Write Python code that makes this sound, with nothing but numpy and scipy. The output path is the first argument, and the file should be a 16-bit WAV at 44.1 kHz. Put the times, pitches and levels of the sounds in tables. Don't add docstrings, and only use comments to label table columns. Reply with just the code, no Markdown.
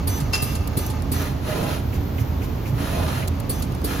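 import sys
import numpy as np
from scipy import signal
from scipy.fft import rfft, irfft
from scipy.io import wavfile
from scipy.ndimage import uniform_filter1d

SR = 44100
rng = np.random.default_rng(int(sys.argv[2]) if len(sys.argv) > 2 else 0)


def generate_wav(sig):
    pcm = np.round(np.clip(np.atleast_2d(sig).T, -1, 1) * 32767).astype(np.int16)
    wavfile.write(sys.argv[1], SR, pcm)


N = 176400
T = np.arange(N) / SR
FREQS = np.fft.rfftfreq(N, 1 / SR)
SIDES = np.array([[1], [-1]])

# (time [s], jolt [dB], thump [dB], hiss [dB], whistle [dB])
STROKES = [(0.069, -24, -20.5, -37, -40), (0.417, -22.5, -20.5, -37, -52), (0.766, -23, -19.5, -39, -48),
           (1.113, -23.5, -26, -37, -46), (3.491, -23, -24, -41, -49), (3.838, -24.5, -20, -38.5, -57)]
# (frequency [Hz], level [dB])
JOLT_SPECTRUM = [(500, -18), (2500, -2), (4400, 3), (5800, -11), (9000, 23), (11500, 3.5), (13500, 10),
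                 (14800, 6), (16000, -14)]
HISS_SPECTRUM = [(800, 9.5), (2500, 6.5), (4500, 4.5), (6500, 5), (9000, 4.5), (12500, 5.5), (14500, 3),
                 (16000, -15)]
# (frequency [Hz], level [dB], T60 [s])
HEAD_MODES = [(139.4, -12.5, 0.36), (231, -13, 0.055), (278, -6.5, 0.06), (403, -12, 0.056)]
CLINK_MODES = [(4070, -6, .015), (4500, 6.5, 0.013), (4920, -5, 0.013), (13400, 5, .015)]
# (start [s], length [s], ramp [s], rolling [dB], top speed [0-1], swish [dB])
MOVES = [(1.119, 0.22, 0.054, -34.5, 0.64, -42.5), (1.408, .42, 0.082, -33.5, 1, -38.5),
         (2.741, .54, 0.075, -34.5, 1, -39), (3.841, 0.49, 0.067, -33.5, 0.7, -39.5)]
# (frequency [Hz], level [dB])
ROLLING_SPECTRUM = [(120, -36), (210, -2.5), (400, -6), (640, -6.5), (850, -8), (1500, -7.5), (2500, -15),
                    (4000, -17.5), (6000, -23.5), (14000, -30.5)]
SWISH_SPECTRUM = [(1500, -3), (3000, 10), (6000, -1.5), (10500, 7), (14000, -3), (16000, -62)]
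# (frequency [Hz], level [dB], T60 [s])
NUT_MODES = [(634, -0.5, 0.057), (1034, -3, 0.042), (1245, -2.5, 0.035), (1567, -4, .04), (1910, -4, .05),
             (2284, -6, .06), (2610, -3.5, .04), (2880, -8, 0.047), (3856, -13, 0.057), (4180, -9, 0.05)]
BEAM_MODES = [(204, -9, 0.15), (340, -6.5, 0.036), (477, -8.5, 0.073), (632, -5.5, 0.088),
              (694, -5.5, 0.068), (822, -10.5, 0.043), (1030, -5, 0.047), (1570, -16, 0.037)]
# (peak time [s], half length [s], level [dB])
BEAM_SWELLS = [(1.295, 0.075, -39.5), (1.598, 0.15, -29), (1.743, .09, -37), (2.99, .12, -29.5),
               (3.25, .09, -37.5)]
# (time [s], knock [dB], knock decay [s], air snap [dB])
TICKS = [(.178, -40, .01, -50), (0.202, -29.5, 0.015, -46), (0.552, -28.5, 0.015, -42),
         (0.6745, -31, 0.005, -27.5), (.864, -34, 0.0066, -26), (.9, -31, 0.018, -43),
         (1.022, -31, 0.0026, -41), (1.2205, -38, .004, -29), (3.276, -26.5, 0.0039, -32),
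         (3.281, -25, 0.0026, -30), (3.4, -33, 0.0052, -30.5), (3.599, -42, .003, -34),
         (3.623, -28, 0.013, -28), (3.722, -41, .005, -40), (3.748, -35.5, .006, -42),
         (3.817, -39, .004, -43)]
# (frequency [Hz], level [dB])
KNOCK_SPECTRUM = [(600, 9), (2500, -0.5), (4300, 9.5), (6000, 2.5), (9000, 16), (13000, -7), (16000, -11.5)]
SNAP_SPECTRUM = [(3000, -22), (7000, -9), (9000, 7), (11000, -3), (14000, 4), (16000, -10)]
# (time [s], level [dB])
STEEL_BLOWS = [(.326, -32), (0.3322, -26), (.342, -29), (.352, -27.5), (0.377, -36), (.4, -35)]
# (frequency [Hz], level [dB])
CRACK_SPECTRUM = [(400, 6.5), (1300, 6.5), (2200, 5), (4000, 3), (7000, 2), (9500, 6), (13000, -6),
                  (16000, -14)]
# (frequency [Hz], level [dB], T60 [s])
STEEL_MODES = [(2706, -27.5, .42), (2685, -44, 1.9), (3262, -43, .3), (4081, -41, .24), (4400, -38, .12),
               (5038, -24, .15), (5045, -40, .85), (4937, -37, .42), (5860, -41, .6), (6770, -35, .16)]
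# (time [s], puff [dB], slide [dB])
PLACINGS = [(1.925, -39, -40), (2.179, -34.5, -39.5), (2.416, -36.5, -40), (2.655, -38.5, -40)]
# (frequency [Hz], level [dB])
PUFF_SPECTRUM = [(800, -20), (1600, -14), (2100, 6.5), (3000, -1.5), (4500, -33), (12000, -20)]
# (start [s], length [s], level [dB])
RATTLES = [(-.05, 1.19, -43), (3.3, 0.59, -48.5)]
# (frequency [Hz], level [dB], T60 [s])
COVER_MODES = [(884, -3, .04), (1234, -1, 0.049), (1600, -3.5, 0.042), (2150, -5.5, 0.026), (2630, -8, .02),
               (4470, -7, 0.016), (5210, -12, .025), (6480, -7, .012)]
# (time [s], level [dB], frequency [Hz])
SHUDDERS = [(.065, -20, 91), (.21, -19, 128.3), (1.89, -20.5, 95), (1.97, -21.5, 85.45), (2.14, -27, 74.9),
            (2.201, -20, 120.1), (2.669, -24, 139), (2.721, -16, 120), (3.22, -25.5, 80.8)]
# (frequency [Hz], level [dB])
RUMBLE_SPECTRUM = [(22, -55), (31, -22), (39, -5), (52, -3), (62, -1.5), (80, 1.5), (100, -3), (122, -1),
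                   (165, -7.5), (240, -9.5), (280, -12.5), (360, -21.5), (600, -39), (1500, -53)]
FAN_SPECTRUM = [(150, -8.5), (350, 5.5), (560, 2), (1000, -2.5), (1600, -10), (2700, -14.5), (4500, -18),
                (6500, -23.5), (10500, -33), (14000, -23), (16000, -44)]
DRIVE_TONES = [(82, -35.5), (119, -39.5), (278, -43), (10665, -68)]
# (frequency [Hz], power share [0-1])
PANEL_SHARE = [(900, 0.0081), (2000, 0.39), (5000, 0.98)]
# (frequency [Hz], correlation [0-1])
CORRELATION = [(60, 0.96), (130, 0.93), (250, 0.9), (500, 0.29), (1000, 0.18), (2500, 0.42), (5000, 0.18),
               (6800, .85), (7900, 1), (12000, 1)]
# (frequency [Hz], left minus right [dB])
BALANCE = [(60, -2.5), (110, -3), (380, -4.5), (700, -3.5), (1290, 0), (2400, -1), (4400, 0.5), (8000, 0)]
# (frequency [Hz], lag [rad])
LEFT_LAG = [(4500, 0), (6500, .7), (7300, 1.7), (7900, 3.05), (9500, 3.2), (10300, 4.6), (12000, 2 * np.pi)]


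def nozzles():
    clink = unit(through(spread(white()), ring(CLINK_MODES)))
    jolt = noise(JOLT_SPECTRUM) + undb(-9.5) * clink
    hiss = enclosed_noise(HISS_SPECTRUM)
    stepper_hz = 6050 * (1 + 0.0013 * walk(198.6))
    whistle = tone(stepper_hz) + undb(-7) * tone(2 * stepper_hz)
    thump = unit(through(spread(white()), ring(HEAD_MODES)))
    out = 0
    for s, jolt_db, thump_db, hiss_db, whistle_db in STROKES:
        out += undb(jolt_db) * jolt * burst(s, rise_s=0.0092, decay_s=0.02)
        out += undb(thump_db) * thump * burst(s, rise_s=0.0092, decay_s=0.013)
        out += undb(hiss_db) * hiss * gate(s, length_s=0.18, rise_s=0.012, fall_s=0.075)
        out += undb(whistle_db) * whistle * gate(s + 0.017, length_s=0.11, rise_s=0.012, fall_s=0.012)
    return out


def gantry():
    speed = roll_gain = swish_gain = beam_gain = 0
    for s, length_s, ramp_s, roll_db, top_speed, swish_db in MOVES:
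        moving = gate(s, length_s, ramp_s, ramp_s)
        speed += top_speed * moving
        roll_gain += undb(roll_db) * moving
        swish_gain += undb(swish_db) * moving
    for s, half_s, db in BEAM_SWELLS:
        beam_gain += undb(db) * np.cos(np.pi / 2 * np.clip((T - s) / half_s, -1, 1)) ** 2
    hits_per_s = 2500 * (1 + speed)
    balls = enclosed(white() * (rng.random((2, N)) < hits_per_s / SR))
    screw_hz = 661 * speed * (1 + 0.0315 * walk(150))
    whine = undb(-11) * tone(screw_hz)
    rolling = colour(balls, ROLLING_SPECTRUM) * (1 + 0.18 * walk(170))
    nuts = sum(through(balls, ring([mode])) * undb(3.5 * walk(25.1)) for mode in NUT_MODES)
    beam = beam_gain * unit(through(balls, ring(BEAM_MODES)))
    brake = undb(-32) * noise(PUFF_SPECTRUM) * burst(3.222, rise_s=0.0056, decay_s=0.012)
    nuts = drift(undb(-7.5) * unit(nuts), depth=0.018, rate_hz=14)
    swish = swish_gain * enclosed_noise(SWISH_SPECTRUM)
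    return roll_gain * (rolling + nuts + whine) + beam + swish + brake


def valves(rise_s=0.00036):
    knocks = sum(undb(db) * burst(s - rise_s / 2, rise_s, decay_s) for s, db, decay_s, _ in TICKS)
    snaps = sum(undb(db) * burst(s, rise_s, decay_s=0.0035) for s, _, _, db in TICKS)
    return noise(KNOCK_SPECTRUM) * knocks + noise(SNAP_SPECTRUM) * snaps


def feeder_clank(pan_db=1):
    blows = sum(undb(db) * burst(s, rise_s=0.0022, decay_s=0.014) for s, db in STEEL_BLOWS)
    cracks = noise(CRACK_SPECTRUM) * blows
    ringing = np.array([sum(steel_partial(*mode) for mode in STEEL_MODES) for _ in range(2)])
    return (cracks + spread(ringing)) * undb(SIDES * pan_db / 2)


def steel_partial(hz, db, t60_s, flutter_db=3.2):
    pitch_hz = hz * (1 + 0.011 * walk(160))
    envelope = burst(0.3315, rise_s=0.0048, decay_s=t60_s / np.log(1000))
    return undb(db + flutter_db * walk(160)) * tone(pitch_hz) * envelope


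def placing(slide_s=0.073):
    puffs = sum(undb(db) * burst(s, rise_s=0.0045, decay_s=0.012) for s, db, _ in PLACINGS)
    slides = sum(undb(db) * gate(s - 0.01, slide_s, slide_s / 2, slide_s / 2) for s, _, db in PLACINGS)
    air = undb(-56.5) * noise([(4000, -27), (9000, -10), (13500, 10), (16000, -2)])
    swell_db = 6 * np.exp(-((T - 2.2) / 0.2) ** 2)
    whine = undb(-58.5 + swell_db) * tone(hz=13720 * (1 + 0.004 * walk(300)))
    over_board = gate(1.77, length_s=1.1, rise_s=0.08, fall_s=0.073)
    return puffs * noise(PUFF_SPECTRUM) + slides * noise(HISS_SPECTRUM) + (whine + air) * over_board


def cover_rattle(taps_per_s=150, scatter_db=4.5):
    taps = (rng.random((2, N)) < taps_per_s / SR) * undb(scatter_db * white())
    covers = unit(through(enclosed(taps), ring(COVER_MODES)))
    return covers * sum(undb(db) * gate(s, length_s, 0.05, 0.11) for s, length_s, db in RATTLES)


def small_motor():
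    hum = undb(-43) * tone(hz=865 * (1 + 0.0099 * walk(58.6)))
    return hum * gate(0.84, length_s=0.17, rise_s=0.032, fall_s=0.044)


def frame():
    shudders = 0
    for s, db, hz in SHUDDERS:
        envelope = burst(s, rise_s=0.015, decay_s=0.0314)
        shudders += undb(db) * envelope * tone(hz * (1 + 0.0409 * walk(60)))
    drives = sum(undb(db + 4 * walk(12)) * tone(hz + 3 * walk(15)) for hz, db in DRIVE_TONES)
    rumble = undb(-25.5) * noise(RUMBLE_SPECTRUM)
    fans = undb(-35.5 - 0.03 * walk(20)) * noise(FAN_SPECTRUM)
    return rumble + fans + shudders + drives


def enclosed(pair, t60_s=0.073):
    echoes = rng.standard_normal(SR // 4) * np.exp(-np.log(1000) * T[:SR // 4] / t60_s)
    share = np.clip(curve(PANEL_SHARE), 0, 1)
    direct = np.sqrt(1 - share) * rfft(unit(pair))
    reflected = np.sqrt(share) * rfft(unit(through(pair, echoes)))
    return spread(irfft(direct + reflected, N))


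def hall(x, t60_s=0.61):
    envelope = burst(0.0029, rise_s=0.0033, decay_s=t60_s / np.log(1000))
    tail = (spread(white()) * envelope)[:, :SR]
    return through(x, tail / np.sqrt(np.sum(tail ** 2) / 2))


def undb(db):
    return 10 ** (np.asarray(db) / 20)


def unit(x):
    return x / np.sqrt(np.mean(x ** 2))


def curve(points):
    hz, value = np.array(points).T
    return np.interp(np.log(FREQS + 1), np.log(hz), value)


def walk(rate_hz):
    hold = int(SR / rate_hz)
    steps = np.repeat(rng.standard_normal(N // hold + 2), hold)
    return unit(uniform_filter1d(uniform_filter1d(steps, hold), hold)[:N])


def drift(pair, depth, rate_hz):
    clock_s = np.cumsum(1 + depth * walk(rate_hz)) / SR
    return np.array([np.interp(clock_s % T[-1], T, channel) for channel in pair])


def spread(pair):
    likeness = np.clip(curve(CORRELATION), -1, 1)
    mid, side = rfft(pair)
    return irfft(mid * np.sqrt((1 + likeness) / 2) + SIDES * side * np.sqrt((1 - likeness) / 2), N)


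def colour(x, spectrum):
    return unit(irfft(rfft(x) * undb(curve(spectrum)), N))


def white():
    return rng.standard_normal((2, N))


def noise(spectrum):
    return colour(spread(white()), spectrum)


def enclosed_noise(spectrum):
    return colour(enclosed(white()), spectrum)


def burst(start_s, rise_s, decay_s):
    attack = np.sin(np.pi / 2 * np.clip((T - start_s) / rise_s, 0, 1)) ** 2
    return attack * np.exp(-np.maximum(T - start_s - rise_s, 0) / decay_s)


def gate(start_s, length_s, rise_s, fall_s):
    return np.clip(np.minimum((T - start_s) / rise_s, (start_s + length_s - T) / fall_s), 0, 1)


def ring(modes):
    t = T[:SR]
    return sum(undb(db) * np.sin(2 * np.pi * hz * t) * np.exp(-np.log(1000) * t / t60_s)
               for hz, db, t60_s in modes)


def through(x, response):
    return signal.fftconvolve(np.atleast_2d(x), np.atleast_2d(response), axes=1)[:, :N]


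def tone(hz):
    return np.sqrt(2) * np.sin(2 * np.pi * (np.cumsum(hz) / SR + rng.random()))


def scene():
    work = nozzles() + feeder_clank() + cover_rattle() + gantry() + placing() + small_motor()
    return work + undb(-12) * hall(work) + valves() + frame()


def record(dry, cutoff_hz=16000):
    balance = undb(SIDES * curve(BALANCE) / 2)
    left_lag = np.exp(-1j * np.array([[1], [0]]) * curve(LEFT_LAG))
    lowpass = signal.ellip(8, 0.2, 80, cutoff_hz, fs=SR, output="sos")
    return signal.sosfilt(lowpass, irfft(rfft(dry) * balance * left_lag, N))


dry = scene()
out = record(dry)
generate_wav(out)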